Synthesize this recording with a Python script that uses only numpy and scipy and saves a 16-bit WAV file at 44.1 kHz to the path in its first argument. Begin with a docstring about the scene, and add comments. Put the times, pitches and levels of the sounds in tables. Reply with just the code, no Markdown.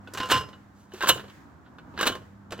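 """A low hum and distant outdoor noise, then an aluminium pick-up tube is pressed over golf balls on a lawn,
three times, and starts on a fourth. Ball and rim contacts are short noise bursts that excite decaying tube modes;
each ball squeezes past the catch with a loud grainy clack, and balls knock together as pitched tocks.
The catch twangs, the turf answers with thumps and hollow bumps, and the garden returns a faint diffuse tail."""
import sys
import numpy as np
from scipy import signal
from scipy.fft import rfft, irfft, next_fast_len
from scipy.io import wavfile
from scipy.ndimage import map_coordinates

SR = 44100
rng = np.random.default_rng(int(sys.argv[2]) if len(sys.argv) > 2 else 0)


def inscribe(sig):
    """Save sig as 16-bit PCM at rate SR to the path in sys.argv[1].

    A 1-D sig is mono; a 2-D sig holds one channel per row.
    Samples are clipped to [-1, 1] before scaling.
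    """
    pcm = np.round(np.clip(np.atleast_2d(sig).T, -1, 1) * 32767)
    wavfile.write(sys.argv[1], SR, pcm.astype(np.int16))


N = 114660  # samples

# a ball snaps past the catch: (t/s, level/dB, swell t60/s, fall t60/s, treble/dB, ring/dB, upper modes/dB, catch/dB)
CLACKS = [(0.318, -14.5, 0.056, 0.089, -3.5, -2, 2, -25),
          (1.092, -15.5, 0.043, 0.065, 7.5, -6.5, 10.5, -3.5), (1.096, -17, .025, 0.069, -4, -3.5, 10, -9),
          (2.072, -16, 0.038, 0.078, -2, -5, 1, -3)]
# spectrum of a light contact or rub: (f/Hz, density/dB per Hz)
CLICK_COLOUR = [(100, -13.5), (330, 0.5), (520, -0.5), (750, -6), (1050, -1.5), (1600, 0), (2100, -10),
                (2900, -6), (4200, -10.5), (5200, -16.5), (8000, -18), (8800, -28.5), (11500, -24.5),
                (15500, -29.5)]
CLICK_RISE_S = 0.0008  # time constant of every struck onset
UPPER_MODES_HZ = 2200  # modes above this have a level of their own
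CREEP_PER_S = 0.012  # share by which the tube modes rise each second as the tube fills


def amp(db):
    """Level to amplitude: 20 dB is a factor of ten."""
    return 10 ** (np.asarray(db) / 20)


def unit(x):
    """Normalisation to equal power: rms 1."""
    return x / np.sqrt(np.mean(x ** 2) + 1e-20)


def along(points, hz):
    """Interpolation of (f/Hz, value) points on a logarithmic frequency axis."""
    f, v = np.transpose(points)
    return np.interp(np.log(hz + 1), np.log(f + 1), v)


def fade(t, t60):
    """Exponential decay of a damped vibration, 60 dB in t60."""
    return amp(-60 * t / t60)


def swell(t, rise, fall):
    """Two-sided exponential envelope: grows up to t = 0, then decays, each by 60 dB in its time."""
    growth = fade(np.maximum(-t, 0), rise)
    return growth * fade(np.maximum(t, 0), fall)


def onset(t):
    """Finite contact time: a struck sound builds up exponentially."""
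    return 1 - np.exp(-t / CLICK_RISE_S)


def wobble(rate):
    """Random modulation: straight lines between Gaussian knots, rate of them a second."""
    knots = rng.standard_normal(N // 8)
    return map_coordinates(knots, [np.arange(N) * rate / SR], order=1, mode="wrap")


def filtered(x, response):
    """Linear filtering: the spectrum is multiplied by a frequency response."""
    n = x.shape[-1]
    m = next_fast_len(n + 4096)
    return irfft(rfft(x, m) * response(np.fft.rfftfreq(m, 1 / SR)), m)[..., :n]


def below(x, edge_hz):
    """Zero-phase low-pass filter: the gain is one half at the edge."""
    return filtered(x, lambda hz: 1 / (1 + (hz / edge_hz) ** 10))


def noise(colour):
    """Spectral shaping of two unrelated white noises, together of rms 1."""
    white = rng.standard_normal((2, N))
    return unit(filtered(white, lambda hz: amp(along(colour, hz))))


def widen(pair, width):
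    """Sum-and-difference stereo: a shared part plus and minus a side part."""
    shared, side = pair[0], width * pair[1]
    return np.array([shared + side, shared - side])


def add(track, s, sound):
    """Superposition: mixes a sound in at time s."""
    part = track[..., max(round(s * SR), 0):][..., :sound.shape[-1]]
    part += sound[..., :part.shape[-1]]


def note(modes, t):
    """Modal superposition: (f/Hz, level/dB, t60/s) damped sines struck at t = 0."""
    sines = sum(amp(db) * fade(t, t60) * np.sin(2 * np.pi * hz * t) for hz, db, t60 in modes)
    return sines * onset(t)


def bands(colour):
    """Band splitting of stereo contact noise into bass, middle and treble."""
    # (f/Hz, side over shared amplitude)
    spread = [(300, 0.092), (2000, 0.072), (5000, 0.22), (12000, 0.6)]
    bass_edge_hz, treble_edge_hz = 790, 5000
    parts = filtered(noise(colour), lambda hz: np.array([np.ones_like(hz), along(spread, hz)]))
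    pair = widen(parts, 1)
    bass = below(pair, bass_edge_hz)
    treble = pair - below(pair, treble_edge_hz)
    return bass, pair - bass - treble, treble


def hum():
    """Harmonic tones with random level and phase modulation; they drop away for a while in the middle."""
    # (t/s, level/dB)
    hum_level = [(0, -50.5), (.5, -55.5), (.9, -57.5), (1.3, -52), (1.45, -75), (1.8, -72), (1.98, -51.5),
                 (2.3, -52.5), (2.6, -48.5)]
    # (f/Hz, level/dB)
    partials = [(100, -1.5), (200, 0)]
    t = np.arange(N) / SR
    lines = 0
    for hz, db in partials:
        level = amp(db + 1.7 * wobble(47))  # dB, knots a second
        lines = lines + level * np.sin(2 * np.pi * hz * t + 1.1 * wobble(12))  # rad, knots a second
    return amp(np.interp(t, *np.transpose(hum_level))) * lines


def air():
    """Partially coherent outdoor noise, nearly mono in the upper bass; its hiss comes and goes."""
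    # spectrum: (f/Hz, density/dB per Hz)
    spectrum = [(20, -35.5), (40, -17.5), (70, 0), (130, -4), (300, -3.5), (420, -16.5), (900, -12),
                (1600, -16), (2700, -31), (5000, -36), (7500, -36.5), (8600, -45), (16000, -44)]
    # left-right likeness: (f/Hz, correlation)
    likeness = [(30, 0.24), (150, .93), (1000, 0.28), (5000, 0.11)]
    # (t/s, level/dB)
    air_level = [(0, -52), (.7, -51), (1.35, -56.5), (1.5, -53), (1.9, -49.5), (2.3, -54), (2.6, -52)]
    # gain of the treble: (t/s, level/dB)
    treble_level = [(0, -3.5), (.3, 11.5), (.85, -4), (1.35, 9.5), (1.47, -2.5), (1.9, -5.5), (2.25, 4.5),
                    (2.5, -5.5)]
    hiss_edge_hz = 1600
    t = np.arange(N) / SR

    def shares(hz):
        # cos^2 - sin^2 of half the angle is the wanted correlation
        angle = np.arccos(np.clip(along(likeness, hz), -1, 1)) / 2
        return np.array([np.cos(angle), np.sin(angle)])

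    pair = widen(filtered(noise(spectrum), shares), 1)
    low = below(pair, hiss_edge_hz)
    hiss = (pair - low) * amp(np.interp(t, *np.transpose(treble_level)))
    level_db = np.interp(t, *np.transpose(air_level)) + 3.17 * wobble(5.564)
    return amp(level_db) * (low + hiss)


def knocks():
    """Modal impact of ball on ball: a short pitched tock whose overtone balance varies with the hit."""
    # (t/s, level/dB, pitch f/Hz, overtones above UPPER_MODES_HZ/dB)
    hits = [(0.073, -42.5, 1480, 0.5), (1.01, -34.5, 1313, -8.5), (1.013, -28.5, 1565, 3),
            (1.024, -31.5, 1586, 4), (1.074, -30.5, 1500, 5), (1.096, -20.5, 1553, 6),
            (1.663, -56, 1450, -10), (1.785, -45, 1484, -5.5), (1.99, -29.5, 1642, 3),
            (2.031, -27.5, 1612, 9.5)]
    # (multiple of the pitch, level/dB, t60/s)
    ball_modes = [(1, 4, .075), (1.12, -13.5, .05), (1.78, -3.5, .055), (2.35, -9, .06)]
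    out, t = np.zeros(N), np.arange(SR // 8) / SR
    for s, db, pitch, overtones_db in hits:
        modes = []
        for multiple, level, t60 in ball_modes:
            hz = pitch * multiple
            modes.append((hz, level + overtones_db * (hz > UPPER_MODES_HZ), t60))
        add(out, s, amp(db) * note(modes, t))
    return out


def ring(blows):
    """Modal excitation of the damped tube: each (t/s, level/dB, upper modes/dB) blow weights the modes anew."""
    # modes of the tube held against the turf: (f/Hz, level/dB, t60 before choking/s)
    tube_modes = [(505, -14, .25), (1036, -9, .3), (1120, -16, 0.14), (1345, -14, 0.18), (1445, -12, .1),
                  (1540, -12, .12), (2780, -14, 0.16), (2900, -6.5, 0.17), (3045, -13, .14),
                  (3250, -19, .11), (3510, -21, 0.1), (3930, -18, 0.09), (6210, -30, .2)]
    choke_s = 0.054  # turf and balls smother the ring after about this long
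    scatter_db = 2.5  # standard deviation of each mode's level
    out, t = np.zeros(N), np.arange(SR // 4) / SR
    hz, db, t60 = np.transpose(tube_modes)[..., None]
    decays = amp(db) * fade(t, t60) * np.exp(-(t / choke_s) ** 2) * onset(t)
    for s, level, upper in blows:
        scatter = scatter_db * rng.standard_normal(hz.shape)
        sizes = amp(level + upper * (hz > UPPER_MODES_HZ) + scatter)
        cycles = hz * (1 + CREEP_PER_S * s) * t + rng.random(hz.shape)
        add(out, s, np.sum(sizes * decays * np.sin(2 * np.pi * cycles), axis=0))
    return out


def clicks():
    """Impulsive contact: a noise crack with a tail, which also excites the tube's modes."""
    # a ball touches the rim, the wall or another ball: (t/s, level/dB, treble/dB, bass/dB, ring/dB)
    contacts = [(0.074, -46.5, -4, 10.5, -9), (0.136, -42.5, 17.5, 4.5, -2), (.148, -35.5, 0, -2, -5),
                (.173, -27.5, 0, -7, -8), (0.182, -32, 2, -2, -10), (0.201, -24, -6.5, -0.5, -17),
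                (0.231, -33, -1, 5, 5), (0.256, -42, 8, 3, 2), (0.288, -35, 2, 5, -3),
                (.299, -23, -9, -11, -17), (0.341, -21, -2.5, 2, -18), (0.353, -25, -3, -4, -6),
                (.362, -25.5, -3, -13, 1.5), (.377, -28, 0, -4, -19), (0.409, -38, 3, 7, 3),
                (0.434, -41, -7, 5, -14), (.487, -47.5, 0, 7, -4), (0.53, -45, -17, -6, -1),
                (0.919, -48.5, -7, 3, 0.5), (0.936, -51.5, 15.5, 14, -2), (0.943, -42.5, -8, 0, -12),
                (1.007, -27, -6, -7, -16), (1.023, -26, 1.5, -7.5, -34), (1.033, -28, 0, 4.5, -26),
                (1.043, -26.5, -2, -6, -17), (1.059, -31.5, -2, -1, 2), (1.071, -24.5, 4.5, -1.5, -7.5),
                (1.09, -19, -6, -1, -12.5), (1.158, -48.5, 14, 20.5, -16), (1.175, -37, -7, -2, 1),
                (1.195, -35.5, -9, 0.5, -30), (1.24, -47, -17, 8, -18), (1.281, -48.5, -3, -1, -18),
                (1.298, -47, -2.5, -5, -3.5), (1.784, -45, -10, -2, -15.5), (1.94, -52.5, -17, 13, -14.5),
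                (1.976, -31, -11.5, -5, -18.5), (1.989, -32, 1.5, 0.5, -12), (2, -24, -12, -20, -4),
                (2.010, -21, 4, -4.5, -15), (2.028, -21.5, 1, 0, -9.5), (2.055, -26.5, 1, 6.5, -14),
                (2.096, -29, -5, 7.5, -11), (2.12, -39, 5, 3, 10), (2.151, -36.5, 1, 8.5, -3.5),
                (2.217, -54, -6, 5.5, -10), (2.507, -41.5, 3.5, 5, -18), (2.521, -30, 1, 6, -13),
                (2.578, -51, 6, 13, 3), (2.591, -35.5, -12, 4, -12)]
    click_db, click_ring_db = -1.5, 1.5  # added to every level and every ring
    crack_db, crack_t60_s, tail_t60_s = 1.5, 0.012, 0.1  # crack level is over the tail
    power, t = np.zeros((3, N)), np.arange(SR // 8) / SR
    shape = (amp(crack_db) * fade(t, crack_t60_s) + fade(t, tail_t60_s)) * onset(t)
    for s, db, treble, bass, _ in contacts:
        band_db = click_db + db + np.array([[bass], [0], [treble]])
        add(power, s, (amp(band_db) * shape) ** 2)  # unrelated bursts add in power
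    cracks = sum(np.sqrt(p) * band for p, band in zip(power, bands(CLICK_COLOUR)))
    return cracks + ring([(s, db + ring_db + click_ring_db, 0) for s, db, _, _, ring_db in contacts])


def free_ring():
    """Light damping: a tube struck clear of the turf sings in a few clear modes until the turf smothers it."""
    # (f/Hz, level/dB, t60 before smothering/s)
    free_modes = [(1035, -2, .42), (1355, -13, .24), (2801, -11, .27), (2889, -14, .22), (3128, -17, .2),
                  (5185, -21, .36), (5508, -30, .27)]
    # (t/s, level/dB, smothering time of the lowest mode/s, brightness/dB per octave)
    free_blows = [(.203, -25, .06, 0), (.319, -15.5, .105, 1.5), (1.034, -17.5, .015, -9),
                  (2.119, -34, .06, -5)]
    out, t = np.zeros(N), np.arange(SR // 3) / SR
    for s, db, smother, tilt in free_blows:
        for hz, level, t60 in free_modes:
            ratio = hz / free_modes[0][0]
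            lasts = smother * np.sqrt(ratio)  # the low modes move the rim most and stop first
            mode = (hz * (1 + CREEP_PER_S * s), db + level + tilt * np.log2(ratio), t60)
            add(out, s, note([mode], t) * np.exp(-(t / lasts) ** 4))
    return out


def rubs():
    """Sliding friction: grainy noise in bell-shaped strokes while the rim finds the next ball."""
    # the rim rubs over balls and grass: (t/s, half length/s, level/dB, treble/dB)
    strokes = [(0.247, 0.041, -42, -2), (0.373, 0.024, -42.5, 10), (0.807, 0.046, -67, 11.5),
               (0.995, 0.04, -47.5, 5), (1.124, 0.025, -42, -5.5), (1.67, 0.015, -61, -18),
               (1.982, 0.015, -48.5, -6), (2.567, 0.024, -53.5, -5)]
    grain_db, grains_per_s = 2, 970
    t = np.arange(N) / SR
    bass, middle, treble = bands(CLICK_COLOUR)
    friction = 0
    for s, half, db, treble_db in strokes:
        bell = np.exp(-np.minimum(((t - s) / half) ** 2, 100) / 2)
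        friction = friction + amp(db) * bell * (bass + middle + amp(treble_db) * treble)
    return friction * unit(amp(grain_db * wobble(grains_per_s)))


def clacks():
    """Friction and release: the catch scrapes over the ball and lets go, exciting the tube's modes."""
    # (f/Hz, density/dB per Hz)
    clack_colour = [(100, -22), (300, -3.5), (520, -3.5), (750, -4.5), (1050, 0), (1550, 0), (2100, -8),
                    (2900, -3), (3900, -4.5), (4900, -12.5), (7800, -10), (8900, -17.5), (12000, -15.5),
                    (15500, -17.5)]
    clack_ring_db = -1  # added to every ring
    grain_db, grains_per_s = 0.5, 940
    power, t = np.zeros((3, N)), np.arange(-SR // 8, SR // 3) / SR
    for s, db, rise, fall, treble, *_ in CLACKS:
        band_db = db + treble * np.array([[0], [0], [1]])
        add(power, s + t[0], (amp(band_db) * swell(t, rise, fall)) ** 2)
    grain = unit(amp(grain_db * wobble(grains_per_s)))
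    scrape = grain * sum(np.sqrt(p) * band for p, band in zip(power, bands(clack_colour)))
    blows = [(s, db + ring_db + clack_ring_db, upper) for s, db, _, _, _, ring_db, upper, _ in CLACKS]
    return scrape + ring(blows)


def twangs():
    """Free vibration of a released spring: the catch twangs as it lets go."""
    # (f/Hz, level/dB, t60/s)
    catch_modes = [(3655, 0.5, .045), (3960, -3, 0.076), (4200, -3, 0.073)]
    out, t = np.zeros(N), np.arange(SR // 8) / SR
    for s, db, *_, catch_db in CLACKS:
        add(out, s, amp(db + catch_db) * note(catch_modes, t))
    return out


def thumps():
    """Dull impact on soft ground: low noise swells and dies as the rim pushes into the lawn."""
    # (f/Hz, density/dB per Hz)
    thump_colour = [(25, -65), (42, -21.5), (65, -2), (115, 4.5), (200, -6), (400, -19.5), (1000, -76.5)]
    # the tube lands on the turf: (t/s, level/dB)
    landings = [(0.333, -32.5), (1.118, -37.5), (2.089, -41), (2.189, -51)]
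    swell_t60_s, fall_t60_s = 0.047, 0.38
    t = np.arange(N) / SR
    envelope = sum(amp(db) * swell(t - s, swell_t60_s, fall_t60_s) for s, db in landings)
    return envelope * noise(thump_colour)[0]


def bumps():
    """Heavily damped resonance: one low hollow note for each ball shoved into the turf."""
    # (t/s, level/dB, pitch f/Hz)
    shoves = [(.935, -34, 367), (1.157, -44, 444), (2.521, -41, 424)]
    bump_t60_s = 0.1
    out, t = np.zeros(N), np.arange(SR // 8) / SR
    for s, db, hz in shoves:
        soft_start = 1 - np.exp(-t * hz)  # time constant of one period
        add(out, s, note([(hz, db, bump_t60_s)], t) * soft_start)
    return out


def garden(x):
    """Diffuse scattering by fence and shrubs: convolution with a short noise tail whose bass lasts longest."""
    # (f/Hz, t60/s)
    decay_times = [(200, 0.8), (1200, 0.39), (3500, 0.27), (8000, 0.29), (15000, 0.27)]
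    build_up_s, width = 0.0077, 0.77  # time constant; side over shared part
    hz, t, z = signal.stft(rng.standard_normal((2, SR // 2)), SR, nperseg=256)
    envelope = fade(t, along(decay_times, hz)[:, None]) * (1 - np.exp(-t / build_up_s))
    tail = signal.istft(z * envelope, SR, nperseg=256)[1]
    tail = widen(tail, width)
    return signal.fftconvolve(x, tail / np.linalg.norm(tail[0]), axes=1)[:, :N]


def scene():
    """Interaural differences: the tube is later on the left, and the right channel is a little louder."""
    # the tube moves to the right and back: (t/s, lag of the left channel/ms)
    left_lag = [(.2, 0.014), (0.351, 0.032), (0.999, 0.061), (1.099, 0.06), (2.052, 0.054), (2.55, 0.037)]
    garden_db, right_db = -18, 0.61  # the right is raised and the left lowered by right_db
    left, right = knocks() + clicks() + free_ring() + rubs() + clacks() + twangs() + thumps() + bumps()
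    lag = np.interp(np.arange(N) / SR, *np.transpose(left_lag)) * SR / 1000  # samples
    tube = np.array([map_coordinates(left, [np.arange(N) - lag]), right])
    return (hum() + air() + tube + amp(garden_db) * garden(tube)) * amp([[-right_db], [right_db]])


def record(dry):
    """Band limitation: a very steep low-pass filter leaves almost nothing above its edge."""
    top_hz = 16000
    return filtered(dry, lambda hz: 1 / np.sqrt(1 + (hz / top_hz) ** 400))


dry = scene()
out = record(dry)
inscribe(out)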